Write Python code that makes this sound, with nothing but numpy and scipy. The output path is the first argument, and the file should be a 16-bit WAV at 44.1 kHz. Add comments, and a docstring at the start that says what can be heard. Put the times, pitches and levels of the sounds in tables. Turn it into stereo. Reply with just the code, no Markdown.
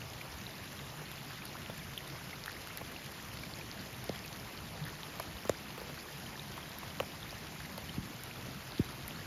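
"""Steady rain on a canal and its grassy banks, heard by two microphone ports under an umbrella.
Far rain is patchy shaped noise; near drops tick on leaves as noise puffs and ring as rising bubbles in the water.
Heavy drops thud on the canopy: a taut note or falling glide, with swaying ribs, a wet slap and spatter.
A low rumble with a wavering hum, both noise bands, lies underneath; an insect chirps in narrow-band noise."""
import sys
import numpy as np
from scipy import signal
from scipy.fft import rfft, irfft, next_fast_len
from scipy.io import wavfile
from scipy.ndimage import uniform_filter1d

SR = 44100
rng = np.random.default_rng(int(sys.argv[2]) if len(sys.argv) > 2 else 0)


def pcm_store(signal):
    """Save signal as 16-bit PCM."""
    levels = np.round(np.clip(np.atleast_2d(signal), -1, 1) * 32767)
    wavfile.write(sys.argv[1], SR, levels.astype(np.int16).T)


N = 408366


def amp(db):
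    """Logarithmic level: decibels to amplitude gain."""
    return 10 ** (np.asarray(db) / 20)


def unit(x):
    """Power normalisation: x at rms 1."""
    return x / np.sqrt(np.mean(x ** 2) + 1e-20)


def columns(rows, at):
    """Linear interpolation: each column after the first, read at the given places."""
    key, *cols = np.transpose(rows)
    return [np.interp(at, key, c) for c in cols]


def filtered(x, response):
    """Linear filtering: the spectrum of x times a complex response of frequency."""
    m = next_fast_len(N + 8192)
    return irfft(rfft(x, m) * response(np.fft.rfftfreq(m, 1 / SR)), m)[..., :N]


def coloured(x, spectrum):
    """Spectral shaping: x filtered through (pitch_hz, gain_db) points on a log axis."""
    f, db = np.transpose(spectrum)
    return filtered(x, lambda hz: amp(np.interp(np.log(hz + 1), np.log(f), db)))


def placed(s, waves):
    """Superposition: rows of short waves summed at their start times."""
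    at = np.round(s * SR).astype(int)[:, None] + np.arange(waves.shape[1])
    return np.bincount(at.ravel(), waves.ravel(), N + SR)[:N]


def patchy(depth_db, bins, frames):
    """Shared modulation: three independent noises under one time-frequency field of random gain."""
    z = signal.stft(rng.standard_normal((3, N)), nperseg=512)[2]
    field = rng.standard_normal(z.shape[1:])
    field = uniform_filter1d(uniform_filter1d(field, bins, 0), frames, 1)
    return signal.istft(z * amp(depth_db * unit(field)), nperseg=512)[1][:, :N]


# spectrum of the far rain: pitch_hz [Hz], density_db [dB per Hz, relative]
HISS_SPECTRUM = [(150, -8.5), (350, -3), (650, 3.5), (1000, 2.5), (1640, 1.5), (1740, -5), (2800, -5.5),
                 (5000, -11), (6300, -11.5), (7500, -16), (9000, -11.5), (11000, -16), (15700, -15.5),
                 (15900, -50)]
HISS_DB = -45.5  # steady rms level


def hiss():
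    """Incoherent summation: countless far drops merge into shaped noise, one shared and two separate fields."""
    return amp(HISS_DB) * unit(coloured(patchy(1.82, 8, 6), HISS_SPECTRUM))


# spectrum of the rumble: pitch_hz [Hz], density_db [dB per Hz, relative]
RUMBLE_SPECTRUM = [(20, -50), (30, -22), (45, -7), (70, -2.5), (135, -3), (200, -3.5), (260, -8),
                   (365, -11), (500, -17.5), (700, -58), (1100, -120)]
# slow course of the rumble: start_s [s], level_db [dB]
RUMBLE_LEVEL = [(0, -51), (1.2, -49.5), (2.7, -52), (3.6, -49.5), (4.8, -50), (7, -50), (9.26, -49.5)]


def rumble():
    """Band-limited noise: low-pitched fields under a slowly varying level."""
    level_db, = columns(RUMBLE_LEVEL, np.arange(N) / SR)
    return amp(level_db) * unit(coloured(patchy(2.35, 2, 12), RUMBLE_SPECTRUM))


def bubbles(s, db, hz, cycles, rise, swell=3, size=800):
    """Bubble resonance: each swells, rings out and rises in pitch as it nears the surface."""
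    life = np.arange(size) / SR * (hz / cycles)[:, None]  # time in lifetimes
    shape = 2.6 * (1 - np.exp(-life * swell)) ** 2 * np.exp(-life * 1.1 - .3 * life * life)
    # the pitch starts below nominal and passes it near the crest
    climb = life + rise[:, None] * (life - 1.4) * life / (1 + life / 2)
    return placed(s, amp(db)[:, None] * shape * np.sin(2 * np.pi * cycles[:, None] * climb))


# bright part of a tick: pitch_hz [Hz], gain_db [dB]
SPRAY_SPECTRUM = [(3000, -50), (6000, -34), (9000, 1.5), (16000, -1)]
# dull part of a tick: pitch_hz [Hz], gain_db [dB]
SPLAT_SPECTRUM = [(400, -35), (1200, 16), (4000, 13), (7000, 6.5), (12000, -31)]
SPRAY_TAIL_DB, SPRAY_TAIL_T60_S = -23.5, 0.042  # fine spray settling after a tick
TICK_BUILD_S = 0.0012


def ticks(s, db, t60, dull_db, size=800):
    """Impact noise: a puff builds as the drop flattens, dies in milliseconds and leaves a weak tail."""
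    t = np.arange(size) / SR
    build = np.clip(t / TICK_BUILD_S, 0, 1) ** 9
    fade = amp(db[:, None] - 60 * np.maximum(t - TICK_BUILD_S, 0) / np.abs(t60)[:, None])
    tail = amp(db[:, None] + SPRAY_TAIL_DB - 60 * t / SPRAY_TAIL_T60_S)
    puffs = build * (fade + tail) * rng.standard_normal((len(s), size))
    bright = coloured(placed(s, puffs), SPRAY_SPECTRUM)
    dull = coloured(placed(s, puffs * amp(dull_db)[:, None]), SPLAT_SPECTRUM)
    return bright + dull


def patter(db, count_bubbles, count_ticks):
    """Random arrivals: small drops fall at uniform random times, a few up to some 15 dB louder than most."""
    s, a, b, c, d = rng.random((count_bubbles, 5)).T
    hz = 600 * (7000 / 600) ** a
    cycles = 2.18 + 13 * c ** 1.6
    # low or long-lived bubbles are weaker; high ones start sharply
    level_db = db + (11 + 3.16 * a) * b ** 4 - 3 * c
    swell = 3.2 * (hz[:, None] / 1000) ** 0.94
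    water = bubbles(s * N / SR, level_db, hz, cycles, 0.39 * d, swell=swell)
    s, a, b, c = rng.random((count_ticks, 4)).T
    leaves = ticks(s * N / SR, db - 2.5 + 14.7 * a ** 4, 0.0022 + 0.028 * b, 9 * c - 10)
    return water + leaves


# fuzzy hum inside the rumble: start_s [s], level_db [dB], pitch_hz [Hz, band centre]
HUM_COURSE = [(0, -45.5, 130.2), (.55, -68, 125), (1, -50, 155), (1.35, -54.5, 135.5), (1.75, -53, 140.5),
              (2.6, -62.5, 140.3), (4, -54, 130), (4.45, -71, 140), (4.8, -47.5, 153), (5.3, -64, 145),
              (6.2, -53, 138.6), (6.55, -62, 135.3), (6.95, -55, 150), (7.5, -60, 150.6),
              (8.15, -55, 128.8), (9.26, -56, 135)]
HUM_WIDTH_HZ = 17  # from the centre to the 1/e point of the amplitude response


def hum():
    """Quadrature modulation: two slow noises on a wandering carrier make a narrow band around it."""
    db, hz = columns(HUM_COURSE, np.arange(N) / SR)
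    a, b = filtered(rng.standard_normal((2, N)), lambda f: np.exp(-(f / HUM_WIDTH_HZ) ** 2))
    phase = 2 * np.pi * np.cumsum(hz) / SR
    return amp(db) * unit(a * np.cos(phase) + b * np.sin(phase))


# bouts of chirps: start_s [s, may precede the scene], chirps [count], level_db [dB before gating]
INSECT_BOUTS = [(-.065, 3, -64), (.13, 4, -63), (3.95, 5, -69), (6.425, 5, -68), (7.07, 17, -62.5)]
CHIRP_S = .129  # from chirp to chirp


def insect():
    """Gated narrow-band noise: a band around one pitch opens and closes in even chirps."""
    t, gate = np.arange(N) / SR, np.zeros(N)
    for s, count, db in INSECT_BOUTS:
        turn = (t - s) / CHIRP_S
        pulse = np.clip(np.sin(2 * np.pi * turn) * 2 + .5, 0, 1)
        gate += amp(db) * ((turn > 0) & (turn < round(count))) * pulse
    band = filtered(rng.standard_normal(N), lambda hz: np.exp(-((hz - 8830) / 80) ** 2))
    return gate * unit(band)


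# pings of near drops and the bubbles they trap:
# start_s [s], level_db [dB, nominal], pitch_hz [Hz, nominal], life [cycles]
NEAR_BUBBLES = [(.017, -34.5, 2740, 4.5), (.2121, -35, 2380, 6.7), (.32, -36, 5530, 5),
                (.386, -38, 6500, 6), (0.4664, -31, 3860, 5.3), (.791, -35, 3660, 3.7),
                (1.057, -40, 4190, 6), (.7293, -34, 6720, 2.5), (1.421, -36, 2350, 4.2),
                (1.456, -41, 4520, 5), (1.545, -46, 1400, 4), (1.552, -37, 1130, 6.3),
                (1.698, -41, 1110, 2.6), (1.6615, -29, 2760, 1.4), (1.7025, -40, 3400, 7),
                (1.9767, -25, 3200, 4), (1.98, -36, 3500, 8), (1.988, -40, 3000, 6),
                (2.006, -41, 1980, 3.9), (2.074, -39, 3600, 5), (2.329, -37.5, 2080, 11),
                (2.4389, -27, 4900, 1.9), (2.48, -27, 1640, 2.8), (2.4973, -32, 1620, 2.4),
                (2.5283, -33, 4310, 2.6), (2.7743, -29, 7490, 2.3), (2.9621, -35.5, 2680, 6.6),
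                (3.4335, -36, 2290, 11), (3.5375, -31, 4300, 3.9), (3.611, -38, 2350, 6.2),
                (3.7144, -27.5, 4870, 2.2), (4.0935, -21, 4200, 0.76), (4.1595, -37, 3200, 7.3),
                (4.1917, -30, 5200, 1.6), (4.241, -40, 4430, 8), (4.248, -38, 2540, 6.3),
                (4.2795, -31, 5330, 1.6), (4.328, -35, 6100, 5), (4.3991, -34, 5170, 3.8),
                (4.5755, -31.5, 4330, 2.5), (4.588, -42, 3000, 8), (4.8406, -32.5, 3800, 2.8),
                (5.0325, -27, 3500, 1.8), (5.1983, -37, 2290, 4), (5.201, -39, 1590, 4.6),
                (5.201, -41, 480, 1.7), (5.204, -41, 2300, 6), (5.225, -40, 2960, 4.2),
                (5.369, -35, 3700, 3.3), (5.453, -33, 6200, 2.5), (5.4942, -29, 1950, 3.4),
                (5.495, -36, 3730, 2.8), (5.4944, -30, 1150, 1.23), (5.4948, -13, 7900, 2.2),
                (5.5411, -39, 1380, 2), (5.571, -40, 4930, 9), (5.8019, -35, 4730, 3.8),
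                (5.975, -42, 1430, 7.3), (5.989, -38, 4520, 7), (6.085, -40, 1700, 6),
                (6.264, -38, 3030, 7), (6.355, -39, 1730, 7), (6.3953, -32.5, 3720, 6.6),
                (6.629, -38, 3190, 7.3), (7.0012, -30, 7490, 2.5), (7.001, -24.5, 905, 1.53),
                (7.0014, -36, 1800, 1.3), (7.0014, -41, 4200, 2), (7.0012, -21.5, 2800, 2.9),
                (7.029, -43, 1400, 3), (7.2296, -33, 3530, 6), (7.2977, -40, 3720, 8.3),
                (7.38, -35, 7490, 2.8), (7.603, -41, 1660, 6), (7.78, -33, 4370, 2.8),
                (7.893, -35.5, 3040, 10), (8.2363, -32, 7490, 2.5), (8.312, -34, 2480, 3),
                (8.369, -41, 3400, 8.7), (8.7208, -30.5, 4000, 2.7), (8.7818, -30, 3960, 2.3),
                (9.0798, -36, 7490, 3.9), (9.084, -36, 2100, 2.7), (9.109, -30, 2920, 2),
                (9.16, -38.5, 4190, 9), (9.192, -41, 1750, 6.2)]
RISE_AT_1K = 0.42  # strength of the pitch rise at 1 kHz


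def near_bubbles():
    """Bubble resonance: single pings at set times; higher, smaller bubbles rise less."""
    s, db, hz, cycles = np.transpose(NEAR_BUBBLES)
    return bubbles(s, db, hz, cycles, RISE_AT_1K * (1000 / hz) ** 2.3)


# heavy drops on the canopy: start_s [s], level_db [dB, crest of the cloth], pitch_hz [Hz, before any fall],
# fall [octaves per cycle], crest [cycles], pan_db [dB, left minus right], tautness [0-1],
# slap_db [dB, relative to level_db, before shaping]
THUDS = [(1.016, -41, 623, 0.31, 1.2, 5, 0.3, 3), (1.69, -41, 160, 0.66, 1, 2, 0.6, -20),
         (1.698, -35.5, 640, 0.58, 1.2, 4, 0.7, 3), (2.479, -49, 800, 0.8, 1.6, -5, 0.2, 14),
         (2.813, -42, 603, 0.64, 2.3, -3, 0.6, 11), (4.0938, -25.5, 590, 1.14, 1.5, 2, 0.22, -14),
         (4.81, -40, 156, 0.097, 1.3, 3, 0, -20), (5.1986, -32, 1010, 0.3, 1.4, 2, 0.5, 4),
         (5.452, -35.5, 580, 1, 1.54, 4, 0.04, 6.5), (5.4946, -16.5, 523, 1.6, 1.7, 2.5, 0.72, -9.5),
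         (5.778, -39.5, 590, 0.48, 1.2, 4, 0.4, 10.5), (5.815, -41.5, 790, 0.91, 1.14, 1, 0.1, 11),
         (5.895, -41.5, 500, 0.57, 1.04, 5, 0, 9), (6.577, -37, 1180, 0.14, 2, -2, .3, 5.5),
         (6.832, -38, 1020, 0.074, 1.5, -3, .3, 5), (6.866, -38, 121, 0.2, 0.91, 2, .4, -20),
         (7.0022, -24, 542, 1.5, 2.57, 4, 0.95, -1), (7.028, -43.5, 700, 0.59, 1.3, 0, .1, 12),
         (7.327, -40.5, 650, .3, 2.06, 4, 0.5, 2), (7.779, -38.5, 646, 0.17, 1.5, 2, 0.1, 9),
         (7.9787, -29, 270, 1.2, 1.25, 3, 0, -20), (8.481, -35.5, 212, 0.66, 1.5, 3, 0.96, -20),
         (8.7951, -19, 323, 0.97, 1.27, 2, 0, -26), (9.028, -39, 112, 0.62, 1, 6, 0.5, -20)]
# wet slap on cloth: pitch_hz [Hz], gain_db [dB]
SLAP_SPECTRUM = [(250, -14), (500, 6.5), (1100, 7), (1700, -11), (2600, -4), (5000, -20)]
STOP_SHARP, STOP_CYCLES = 4.2, 0.89  # how abruptly and how soon after the crest the taut note stops
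GLIDE_CYCLES = 3.9  # decay scale of the glide, in cycles of the starting pitch
SWAY_DB, SWAY_T60_S = -12, .11  # sway level before its build-up and tautness scaling; decay
SWAY_HZ, SWAY_FALL_S = 77, 0.0059  # last pitch; time scale of the fall to it


def canopy():
    """Membrane vibration: a blow builds to a crest; taut cloth holds its note and stops short,
    slack cloth glides down, each cycle longer than the last; the ribs sway ever slower."""
    s, db, hz, fall, crest, pan_db, taut, slap_db = np.transpose(THUDS)[..., None]
    t = np.arange(4000) / SR
    u, k, taut = t * hz, np.log(2) * np.abs(fall), np.clip(taut, 0, 1)
    before, after = np.minimum(u - crest, 0), np.maximum(u - crest, 0)
    stop = np.exp(-(after / STOP_CYCLES) ** STOP_SHARP)
    note = stop * np.cos(2 * np.pi * (before + after))
    decay = np.exp(-(after / GLIDE_CYCLES) ** 1.4)
    glide = decay * np.cos(2 * np.pi * (before + np.log1p(k * after) / k))
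    cloth = (1 + before / crest) ** 0.85 * (taut * note + (1 - taut) * glide)

    turns = SWAY_HZ * t + 0.62 * hz * SWAY_FALL_S * (1 - np.exp(-t / SWAY_FALL_S))
    sway = amp(SWAY_DB - 60 * t / SWAY_T60_S) * (1 - np.exp(-t / 0.0079)) ** 2
    ribs = sway * np.sin(2 * np.pi * turns) * (0.33 + taut ** 3)
    wet = amp(slap_db - 60 * t / 0.035)
    sides = []
    for side in (1, -1):  # left, right
        side_db = db + side * pan_db / 2
        gain = amp(side_db)
        slap = placed(s[:, 0], gain * wet * rng.standard_normal(u.shape))
        drops = spatter(s[:, 0], (side_db + slap_db)[:, 0], count=5)
        sides.append(placed(s[:, 0], gain * (cloth + ribs)) + coloured(slap, SLAP_SPECTRUM) + drops)
    return np.array(sides)


SPATTER_DB, SPATTER_S = -6, 0.013  # highest level over the slap; scale of the random delay


def spatter(s, db, count):
    """Secondary impacts: a burst drop scatters droplets, the later the weaker, each a short ring."""
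    a, b, c = rng.random((len(s), count, 3)).T
    late = -SPATTER_S * np.log(1 - .95 * a)
    level_db = db + SPATTER_DB - 400 * late - 6 * c
    hz = 500 * 4.9 ** b
    return bubbles((s + late).ravel(), level_db.ravel(), hz.ravel(), (0.86 + 3 * c).ravel(),
                   np.zeros(a.size))


# drops splitting on leaves: start_s [s], level_db [dB before shaping], dull_db [dB, dull part relative to level_db]
NEAR_TICKS = [(1.1149, -33, -14), (1.3064, -34, -17), (1.4532, -30, -16), (1.7779, -35, -19),
              (1.978, -27, -24), (2.0767, -32, -21), (2.4588, -30.5, -8), (2.6721, -32.5, -10),
              (2.773, -27, -14), (3.114, -37, -13), (3.3303, -37, -15), (3.8616, -36, -21),
              (4.041, -30.5, -22), (4.26, -32, -13), (4.8519, -30, -25), (5.198, -28, -11),
              (5.4938, -32.5, -4.5), (6.199, -37, -10), (6.785, -27, -30), (7.001, -33, -7),
              (7.7772, -33, -13), (8.2352, -28, -22), (8.546, -35, -19), (9.0788, -20.5, -29)]
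TICK_T60_S = 0.0041


def near_ticks():
    """Impact noise: single drops split on leaves at set times."""
    s, db, dull_db = np.transpose(NEAR_TICKS)
    return ticks(s, db, np.full(len(s), TICK_T60_S), dull_db)


# the two ports, low and middle range:
# pitch_hz [Hz], likeness [0-1], lead [rad, left], balance_db [dB, left minus right]
PORTS = [(30, 1, 0, 1), (156, 0.81, 0.4, 0.5), (345, 0.77, 1, 1.5), (513, 0.62, 2, 0.5), (705, 0.6, 3, 3),
         (1190, 0.62, 3, -0.5), (1662, 0.68, 3.5, -2.5), (1707, 0.7, 0.6, 2.5), (3300, 0.19, 1.27, 2),
         (3870, 0.01, 0.9, 4), (5220, 0.7, 1, 8), (5440, 0.26, -1.3, 2), (7200, 0.57, -1.5, 4.5),
         (7540, 0, -2, -7.5)]
# treble pitches where the two channels are in turn opposed, in step, opposed, and most alike: pitch_hz [Hz]
STEPS_HZ = (8190, 11720, 15660)
STEP_WIDTH_HZ, LOOSE = 880, 0.97  # half width of a step; likeness between steps


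def port_link(hz):
    """Interchannel coherence: likeness, left lead and balance between the channels at each frequency, from the
    ports below the treble and in alternating steps above."""
    alike, lead, balance_db = columns(PORTS, hz)
    off = [(hz - step_hz) / STEP_WIDTH_HZ for step_hz in STEPS_HZ]
    step = sum(np.exp(-u ** 4) for u in off)
    # the phase holds across each step and slides on between them
    edges = np.add.outer(STEPS_HZ, [-STEP_WIDTH_HZ / 2, STEP_WIDTH_HZ / 2]).ravel()
    held = np.repeat(-np.pi * np.arange(1, 4), 2)
    top_hz, _, top_lead, _ = PORTS[-1]
    lag = np.interp(hz, [top_hz, *edges], [top_lead, *held])
    treble = hz > top_hz
    alike = np.where(treble, LOOSE + (.997 - LOOSE) * step, alike)
    return alike, np.where(treble, lag, lead), balance_db * ~treble


def ports(shared, left, right, near):
    """Partial coherence: shared sound arrives with a phase lead, the rest is each port's own; near reaches both."""
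    def response(hz):
        alike, lead, balance_db = port_link(hz)
        alike, half = np.clip(alike, 0, 1), amp(balance_db / 2)
        turn, both, own = half * np.exp(.5j * lead), np.sqrt(alike), np.sqrt(1 - alike)
        # a near drop strikes both ports in step in the low range
        close = half * np.exp(.5j * lead * np.clip((hz - 1800) / 2500, 0, 1))
        return [close, 1 / close, both * turn, both / turn, own * half, own / half]
    heard = filtered(np.array([near, near, shared, shared, left, right]), response)
    return heard.reshape(3, 2, N).sum(axis=0)


def scene():
    """Superposition: the wide rain field and near sounds through the ports, plus the canopy overhead."""
    far_patter = [patter(-55.5, count_bubbles=3500, count_ticks=1200) for field in range(3)]
    shared, left, right = hiss() + rumble() + far_patter
    near = patter(-56.5, count_bubbles=1400, count_ticks=250) + hum() + insect()
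    near = near + near_bubbles() + near_ticks()
    return ports(shared, left, right, near) + canopy()


TOP_HZ = 16490  # band limit


def record(dry):
    """Band limiting: a 30 Hz first-order high-pass drops the deepest bass; nothing passes above the limit."""
    return filtered(dry, lambda hz: (hz < TOP_HZ) * 1j * hz / (1j * hz + 30))


dry = scene()
out = record(dry)
pcm_store(out)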